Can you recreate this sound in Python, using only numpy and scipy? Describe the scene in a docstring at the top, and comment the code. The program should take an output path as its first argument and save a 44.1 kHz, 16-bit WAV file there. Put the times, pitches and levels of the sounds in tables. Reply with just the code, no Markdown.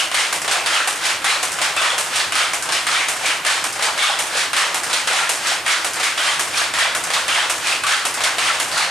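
"""A shuttle loom runs in a sheet-metal shed, two picks every 1.1 s. The picker throws the shuttle, the shuttle lands,
a latch snaps, the take-up knocks and the reed beats up: each blow is decaying noise with wood and steel modes.
Between the blows heddles and frame rattle as random damped knocks; brief pitched spots colour the clatter.
The shed prolongs every blow; motor and belts drone as filtered noise.
A compressor flattens the loud blows and ducks the drone."""
import sys
import numpy as np
from scipy import signal
from scipy.fft import rfft, irfft, next_fast_len
from scipy.io import wavfile
from scipy.ndimage import uniform_filter1d, minimum_filter1d

SR = 44100
rng = np.random.default_rng(int(sys.argv[2]) if len(sys.argv) > 2 else 0)


def put_to_file(sound):
    """Save the sound as 16-bit audio at rate SR, in the file named by the first command-line argument."""
    columns = np.atleast_2d(sound).T  # one column per channel
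    safe = np.clip(columns, -1, 1)
    whole_steps = np.round(safe * 32767)
    wavfile.write(sys.argv[1], SR, whole_steps.astype(np.int16))


N = 392490
CYCLE_S = 1.1037  # two picks
FRAME = 256  # samples in a short-time spectrum of the shed

# Steady noise spectrum of motor, belts and gears: [hz, level_db per Hz]
DRONE_SPECTRUM = [(15, -62), (25, -44), (82, -19), (204, -7), (432, -5.5), (597, -0.5), (1170, 2.5),
                  (2230, 2), (5560, -16), (8780, -9), (13100, -18), (14200, -18), (15400, -80)]
# Narrow noise bands of motor and frame hum: [centre_hz, width_hz, level_db]
HUM_BANDS = [(45, 15, -71.5), (96.5, 33, -55), (160, 25, -55), (330, 87, -49)]
# Slow wavering of the hum: [time_s, gain_db]
HUM_SWELL_CURVE = [(0, 0), (2, 1.5), (4, 0), (5.5, 0), (7, 2.5), (7.8, 1.5), (8.9, 3)]
# Reverberation time of the shed: [hz, t60_s]
SHED_DECAY = [(200, 0.66), (800, 0.51), (2000, 0.39), (5500, 0.47), (12000, 0.33)]
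# Likeness of the two ports: [hz, left-right correlation]
PORT_LIKENESS = [(60, 0.98), (250, 1), (500, 0.94), (1000, 0.77), (2400, 0.75), (6000, 0.75), (9000, 0.9),
                 (11500, 1), (15000, .995)]
# Phase by which the left port leads: [hz, lead_rad]
PORT_LEAD = [(0, 0), (1120, 0.072), (5940, 0.16), (15200, -0.0)]
# Level difference of the ports: [hz, left_minus_right_db]
PORT_TILT = [(60, 0), (240, 1.5), (950, 0.0), (3770, -0.5), (15000, -0.5)]
# Shaking of the frame over one cycle of two picks: [time_in_cycle_s, level_db]
SHAKE_CURVE = [(0, -16), (.1, -59), (.14, -25.5), (.2, -12.5), (.27, -25.5), (.33, -68), (.42, -38),
               (.48, -31), (.55, -18), (.63, -36), (.68, -22), (.76, -16), (.83, -22), (.9, -67),
               (.98, -31.5), (1.04, -21), (1.09, -20.5)]
# Jolts that set off a rattle, four a cycle: [start_s, extra_shake_db, loosest_part_hz, loosest_part_db]
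JOLT_EVENTS = [(0, -1, 2780, -1), (0.1, -8, 2130, -5), (0.33, -1.5, 840, -4), (0.63, -3, 1380, -5),
               (0.9, -5, 2410, -12), (1.2, -3.5, 1180, -2.5), (1.43, -3, 5200, -11), (1.73, 0, 1200, -7),
               (2, -5, 5080, -13), (2.31, -7, 1300, 0), (2.54, -7, 5250, -14), (2.84, -2, 2370, -9),
               (3.11, -3.5, 2400, -4), (3.41, -4.5, 5250, -17), (3.64, -3, 860, -10), (3.94, 0, 3450, -3),
               (4.21, -6, 4370, -7), (4.51, -3, 1200, -5), (4.74, -12, 870, 3), (5.04, -2, 1470, -13),
               (5.31, -7, 2580, -2), (5.62, -4, 1200, -1.5), (5.85, -8, 2210, 1), (6.15, -3.5, 3270, -4),
               (6.42, -3.5, 4600, -10), (6.72, 0, 1820, -11), (6.95, -6, 860, -13), (7.25, -1, 3240, -4),
               (7.52, -5, 4600, -8), (7.83, -2, 1390, -1), (8.06, -1.5, 2160, -4), (8.36, -4.5, 1190, -2),
               (8.63, -1, 4480, -8)]
# Spectrum of ticks too dense to tell apart: [hz, level_db per Hz]
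TICK_SPECTRUM = [(200, -49), (500, -6.5), (1000, -5), (1400, -0.5), (3200, -2), (6000, -8), (9400, -10),
                 (13000, -31.5), (15500, -50)]
# Brief pitched spots in the clatter: [start_s, pitch_hz, level_db]
PITCHED_SPOTS = [(0.17, 2110, -18), (0.732, 3280, -20), (0.86, 1144, -22), (0.744, 1374, -21),
                 (0.788, 1320, -18), (1.271, 2110, -16), (1.768, 2600, -18), (1.774, 3540, -21),
                 (2.961, 2300, -21), (3.468, 1790, -15), (4.023, 2230, -14), (4.041, 1217, -16),
                 (4.099, 1100, -19), (5.098, 1456, -22), (5.224, 1380, -21), (5.701, 2160, -17),
                 (6.272, 3160, -17), (7.383, 3140, -21), (7.842, 1150, -18), (7.934, 1544, -15),
                 (8.25, 2156, -19), (8.425, 2530, -22), (8.497, 1330, -16)]
# Modes of bunched thin steel rods: [hz, level_db, t60_s]
STEEL_MODES = [(7720, -8, 0.012), (9240, -9, 0.026)]
# Modes of the wooden sley and stick: [hz, level_db, t60_s]
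WOOD_MODES = [(638, -6.5, 0.048), (762, -5.5, 0.052), (1200, -0.5, 0.048)]
# Snaps of the latch: [start_s, level_db]
LATCH_BLOWS = [(0.4171, -24), (1.5176, -23), (2.624, -22.5), (3.7255, -24), (4.834, -21.5), (5.9335, -23.5),
               (7.038, -22), (8.1405, -22.5)]
# Spectrum of the struck latch: [hz, level_db per Hz]
LATCH_SPECTRUM = [(200, -32), (700, -11), (1500, 4), (3500, -7.5), (6000, -2.5), (9100, -1), (12500, -16),
                  (15500, -36)]
# Dull knocks of the cloth take-up before the near beat-up: [start_s, level_db]
TAKE_UP_BLOWS = [(0.478, -18.5), (1.5867, -22.5), (2.6889, -20.5), (3.7934, -22.5), (4.898, -20.5),
                 (5.9984, -18.5), (7.1029, -20), (8.2056, -19)]
# Landings of the shuttle: [start_s, level_db]
LANDING_BLOWS = [(0.3263, -16.5), (0.874, -14.5), (1.4288, -15.5), (1.9805, -14.5), (2.5341, -17),
                 (3.084, -15.5), (3.6406, -18), (4.1886, -15), (4.7442, -16.5), (5.292, -12), (5.8456, -17),
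                 (6.3944, -14.5), (6.9492, -17), (7.497, -15), (8.0517, -16), (8.5995, -15)]
# Spectrum of the shuttle landing: [hz, level_db per Hz]
LANDING_SPECTRUM = [(200, -4.5), (700, 6.5), (1300, 5.5), (2600, 3.5), (4500, -3.5), (9100, -0.5),
                    (12500, -15), (15500, -37)]
# Beat-ups of the reed: [start_s, level_db, raised_band_hz]
REED_BLOWS = [(-0.05, -10, 2780), (0.5118, -14.5, 700), (1.0386, -25, 2800), (1.0536, -17.5, 2840),
              (1.6153, -14.5, 2840), (2.1581, -16, 2940), (2.7218, -16, 5240), (3.2596, -17.5, 2400),
              (3.8243, -14.5, 790), (4.3691, -18, 4500), (4.9298, -14, 3860), (5.4706, -18, 5560),
              (6.0315, -16, 2180), (6.5731, -16.5, 4400), (7.1357, -15.5, 3790), (7.6706, -18, 4610),
              (8.2373, -11.5, 2170), (8.7152, -23.5, 4570), (8.7761, -17.5, 4330)]
# Spectrum of the struck reed, shared by the take-up: [hz, level_db per Hz]
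REED_SPECTRUM = [(200, -22), (700, -2.5), (1500, -0.5), (3500, -3.5), (6000, -8.5), (9100, -9.5),
                 (12500, -26.5), (15500, -46)]
# Throws and rebounds of the picker: [start_s, level_db, raised_band_hz]
PICKER_BLOWS = [(0.1147, -22, 1990), (0.1437, -14, 2030), (0.6605, -16.5, 4870), (0.7463, -18, 1340),
                (1.2182, -28, 1760), (1.2432, -15.5, 1810), (1.2591, -20, 2010), (1.765, -19.5, 2580),
                (1.8189, -19, 3800), (2.3217, -18.5, 1230), (2.3537, -15, 1340), (2.8675, -16.5, 1980),
                (2.9323, -27, 2330), (3.4492, -18.5, 1840), (3.4651, -13, 1830), (3.978, -20, 815),
                (4.0259, -13.5, 3460), (4.5317, -17, 1820), (4.5656, -14, 1240), (4.5836, -15, 1320),
                (5.0735, -15, 1470), (5.1303, -19, 1390), (5.6631, -19, 2160), (5.6801, -16.5, 2180),
                (6.176, -18.5, 3130), (6.7377, -18.5, 955), (6.7866, -15, 1830), (7.2805, -17, 2670),
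                (7.3463, -28, 3180), (7.8362, -20, 1410), (7.8671, -15, 1460), (8.383, -16, 2900)]
# Spectrum of the struck picker: [hz, level_db per Hz]
PICKER_SPECTRUM = [(200, -42.5), (450, -10.5), (1300, 3.5), (3200, 0.5), (6000, -8.5), (9300, -8),
                   (12500, -24), (15500, -71)]


def amp(db):
    """Amplitude ratio: twenty decibels are a factor of ten."""
    return 10 ** (np.asarray(db) / 20)


def unit(x):
    """Normalization: the signal is scaled to rms 1."""
    return x / np.sqrt(np.mean(x ** 2) + 1e-20)


def along(points, hz):
    """Logarithmic interpolation: (hz, value) points are joined on a log frequency axis."""
    point_hz, value = np.transpose(points)
    return np.interp(np.log(hz + 1), np.log(point_hz + 1), value)


def filtered(x, response):
    """Linear filtering: the spectrum of x is multiplied by a frequency response."""
    m = next_fast_len(N + SR // 2)
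    return irfft(rfft(x, m) * response(np.fft.rfftfreq(m, 1 / SR)), m)[..., :N]


def drone(level_db=-31.5):
    """Stationary random noise: motor, belts and gears rush steadily over narrow bands of wavering hum."""
    def shaped_noise(response):
        return unit(filtered(rng.standard_normal((2, N)), response))

    rush = amp(level_db) * shaped_noise(lambda hz: amp(along(DRONE_SPECTRUM, hz)))
    swell = amp(np.interp(np.arange(N) / SR, *np.transpose(HUM_SWELL_CURVE)))
    hum = 0
    for centre_hz, width_hz, band_db in HUM_BANDS:
        hum = hum + amp(band_db) * shaped_noise(lambda hz: np.exp(-((hz - centre_hz) / width_hz) ** 2))
    return rush + swell * hum


def shed(x):
    """Diffuse reverberation: the energy at each frequency decays exponentially and returns with random phase."""
    hz, t, z = signal.stft(x, SR, nperseg=FRAME)
    keep = amp(-2 * 60 * t[1] / along(SHED_DECAY, hz))  # power kept from one frame to the next
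    power = np.mean(abs(z) ** 2, axis=0)
    held = np.array([signal.lfilter([0, 1 - k], [1, -k], p) for k, p in zip(keep, power)])
    noise = signal.stft(rng.standard_normal(x.shape), SR, nperseg=FRAME)[2]
    noise = noise / np.sqrt(np.mean(abs(noise) ** 2))
    return signal.istft(noise * np.sqrt(held), SR, nperseg=FRAME)[1][:, :N]


def dying(colour_db):
    """Frequency-dependent decay: pairs of noise tails, coloured to rms 1 at the start, die at the shed's t60."""
    gain = amp(colour_db(np.fft.rfftfreq(2 * FRAME, 1 / SR)))
    gain = gain / np.sqrt(np.mean(gain ** 2, axis=-1, keepdims=True))
    hz, t, z = signal.stft(rng.standard_normal((len(gain), 2, SR // 3)), SR, nperseg=2 * FRAME)
    fade = amp(-60 * t / along(SHED_DECAY, hz)[:, None])
    return signal.istft(z * gain[:, None, :, None] * fade, SR, nperseg=2 * FRAME)[1]


def ports(pair):
    """Partial coherence: shared and unshared sound fields reach two close microphone ports."""
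    turn = lambda hz: np.arccos(np.clip(along(PORT_LIKENESS, hz), -1, 1)) / 2
    mid, side = filtered(pair, lambda hz: np.array([np.cos(turn(hz)), np.sin(turn(hz))]))
    # each port takes half of the level and phase difference
    half = lambda hz: amp(along(PORT_TILT, hz) / 2) * np.exp(.5j * along(PORT_LEAD, hz))
    return filtered(np.array([mid + side, mid - side]), lambda hz: np.array([half(hz), 1 / half(hz)]))


def rattle(per_s=700, spread_db=5, octaves=0.7, cycles=12, ticks_db=-3, wet_db=2.5, detune=0.028,
           typical_hz=2300, rise_oct_per_db=0.0941):
    """Random impacts: loose wires, shafts and slats knock, louder and higher the harder the frame shakes."""
    draw = rng.standard_normal((int(per_s * N / SR), 3))
    s = np.sort(rng.random(len(draw))) * N / SR
    phase_s, db = np.transpose(SHAKE_CURVE)
    start_s, extra_db, loose_hz, loose_db = np.transpose(JOLT_EVENTS)
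    jolt = np.searchsorted(start_s[1:], s)
    loose = np.arange(len(s)) % 3 == 0  # every third knock is the loosest part

    shake_db = np.interp(s, phase_s, db, period=CYCLE_S)
    size = amp(shake_db + extra_db[jolt] + loose * loose_db[jolt] + spread_db * draw[:, 0])
    octave = rise_oct_per_db * (shake_db - db.max()) + octaves * draw[:, 1]
    hz = np.where(loose, loose_hz[jolt] * (1 + detune * draw[:, 1]), typical_hz * 2 ** octave)
    hz = np.clip(hz, 550, SR / 4)[:, None]

    t = np.arange(FRAME * 3 // 2) / SR
    swell = (1 - np.exp(-hz * t)) * np.cos(np.pi / 2 * t / t[-1])
    damping = hz / cycles * np.e  # per second
    knock = swell * np.sin(2 * np.pi * hz * t) * np.exp(-damping * t) * np.sqrt(damping / per_s * 8)
    field = draw[:, 2:] > 0  # each knock falls in one of the two sound fields
    where = (s * SR).astype(int)[:, None] + np.arange(len(t)) + field * (N + len(t))
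    knocks = np.bincount(where.ravel(), (size[:, None] * knock).ravel(), 2 * (N + len(t)))
    knocks = knocks.reshape(2, -1)[:, :N]

    shake = amp(np.interp(np.arange(N) / SR, phase_s, db, period=CYCLE_S) + ticks_db)
    ticks = unit(filtered(rng.standard_normal((2, N)), lambda hz: amp(along(TICK_SPECTRUM, hz))))
    dry = knocks + shake * ticks
    return dry + amp(wet_db) * shed(dry)


def pitched_spots(rise_s=0.0025, t60=0.17, detune=0.0119):
    """Beating of close tones: each brief pitched spot is a cluster of three sines that swells quickly and dies."""
    s, hz, db = np.transpose(PITCHED_SPOTS)[..., None, None]
    t = np.arange(SR // 8) / SR
    draw = rng.standard_normal((len(s), 3, 2))
    tones = np.sin(2 * np.pi * hz * (1 + detune * draw[..., :1]) * t + 2 * draw[..., 1:]).sum(1)
    shaped = amp(db[:, 0] - 60 * t / t60) * (1 - np.exp(-t / rise_s)) * tones
    where = (s[:, 0] * SR).astype(int) + np.arange(len(t))
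    spots = np.bincount(where.ravel(), shaped.ravel(), N + len(t))[:N]
    return spots * np.array([[1], [.7]])  # stronger in the shared field


def struck(modes, count, size, detune):
    """Modal superposition: a blow excites a short burst of damped modes, slightly different each time."""
    t = np.arange(SR // 12) / SR
    hz, db, t60 = np.repeat(modes, size, axis=0).T[..., None]
    draw = rng.standard_normal((count, len(hz), 3, 1))
    wave = np.sin(2 * np.pi * hz * (1 + detune * draw[:, :, 1]) * t + 2 * draw[:, :, 2])
    return np.sum(amp(db + 2 * draw[:, :, 0] - 60 * t / t60) * wave, 1)


def blows(table, tone, jingle_db, knock_db, bright_db, harder, far_db, band_db, band_hz=None, band_width=0.19,
          chatter_db=1.14, crack_db=-7, crack_s=0.0027):
    """Impact excitation: a wooden knock, jingling rods and a shed tail whose brightness grows with strength."""
    s, db, *own_band_hz = np.transpose(table)[..., None]
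    octave = lambda hz, centre: np.log2((hz + 50) / centre)
    far_pick = (s - .1) % CYCLE_S > CYCLE_S / 2  # second half of the cycle
    bright = bright_db + harder * (db - db.mean()) + far_db * far_pick  # dB per octave
    band = lambda hz: band_db * np.exp(-(octave(hz, band_hz or own_band_hz[0]) / band_width) ** 2)
    tails = dying(lambda hz: along(tone, hz) + bright * octave(hz, 2500) + band(hz))

    t = np.arange(tails.shape[-1]) / SR
    rods = amp(jingle_db) * struck(STEEL_MODES, count=len(s), size=5, detune=0.0605)
    knock = amp(knock_db) * struck(WOOD_MODES, count=len(s), size=1, detune=0.047)
    tails[:, 0, :rods.shape[1]] += rods + knock

    chatter = unit(uniform_filter1d(rng.standard_normal((len(s), 1, len(t))), size=160))  # parts bounce unevenly
    tails = tails * amp(chatter_db * chatter) * np.cos(np.pi / 2 * t / t[-1])
    tails = tails * (1 + amp(crack_db) * np.exp(-t / crack_s))  # the direct crack stands above the tail
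    tails = tails * (1 - np.exp(-(t / .0003) ** 2))  # soft onset

    out = np.zeros((2, N + 2 * SR))  # a spare second at each end
    for start, blow in zip(s[:, 0], amp(db)[..., None] * tails):
        out[:, round((start + 1) * SR):][:, :len(t)] += blow
    return out[:, SR:SR + N]


def latch_and_pawl(pawl_s=.958, pawl_db=-27.5):
    """Light impact: the latch snaps, and a pawl clicks at one fixed point of every cycle."""
    clicks = LATCH_BLOWS + [(s, pawl_db) for s in np.arange(pawl_s, N / SR, CYCLE_S)]
    return blows(clicks, LATCH_SPECTRUM, jingle_db=0.0, knock_db=-11, bright_db=-0.4, harder=0.06,
                 far_db=-0.9, band_db=2.5, band_hz=4960)


def take_up(lead_s=.033, lead_db=-5.5):
    """Double contact: each dull knock of the cloth take-up follows a softer first contact."""
    contacts = TAKE_UP_BLOWS + [(s - lead_s, db + lead_db) for s, db in TAKE_UP_BLOWS]
    return blows(contacts, REED_SPECTRUM, jingle_db=-6, knock_db=-2, bright_db=-2.1, harder=0.41,
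                 far_db=0, band_db=0, band_hz=840)


def landing():
    """Arrested motion: the landing shuttle gives a broad blow with a dip around 607 Hz."""
    return blows(LANDING_BLOWS, LANDING_SPECTRUM, jingle_db=-6, knock_db=-9.5, bright_db=.9, harder=0.08,
                 far_db=0.16, band_db=-2, band_hz=607)


def reed():
    """Broadband impact: each beat-up is a noise blow with a raised band that varies from blow to blow."""
    return blows(REED_BLOWS, REED_SPECTRUM, jingle_db=-8.0, knock_db=-19, bright_db=1.4, harder=0.077,
                 far_db=0.7, band_db=4)


def picker():
    """Impulsive throw: throws and rebounds excite wood, rods and noise with a raised band that varies from blow
    to blow."""
    return blows(PICKER_BLOWS, PICKER_SPECTRUM, jingle_db=-2, knock_db=-3.5, bright_db=0.6, harder=0.2,
                 far_db=-0.2, band_db=3.5)


def scene():
    """Superposition: all parts of the loom add in the shed; small parts radiate little bass."""
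    hits = latch_and_pawl() + take_up() + landing() + reed() + picker()
    small = filtered(hits + pitched_spots() + rattle(), lambda hz: (1j * hz / (250 + 1j * hz)) ** 3)
    return ports(small + drone())


def record(dry, low_hz=25, knee_db=-18, attack_s=0.00041, release_s=0.035, squeeze=.85, peak=.62, top_hz=15590):
    """Dynamic compression: after a bass loss, gain falls with short-term power; a limiter and band limit follow."""
    x = filtered(dry, lambda hz: 1j * hz / (low_hz + 1j * hz))
    power = np.mean(x ** 2, axis=0)
    smoothed = lambda s: signal.lfilter([1 / (s * SR)], [1, 1 / (s * SR) - 1], power)
    loud = np.maximum(smoothed(attack_s) / 2, smoothed(release_s))  # quick to clamp, slower to let go
    x = x * (1 + (loud / amp(2 * knee_db)) ** 4) ** (-squeeze / 8)
    needed = np.minimum(1, peak / (np.max(abs(x), axis=0) + 1e-9))
    x = x * uniform_filter1d(minimum_filter1d(needed, size=45), size=44)  # limiter gain, smoothed over 1 ms
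    return filtered(x, lambda hz: hz < top_hz)


dry = scene()
out = record(dry)
put_to_file(out)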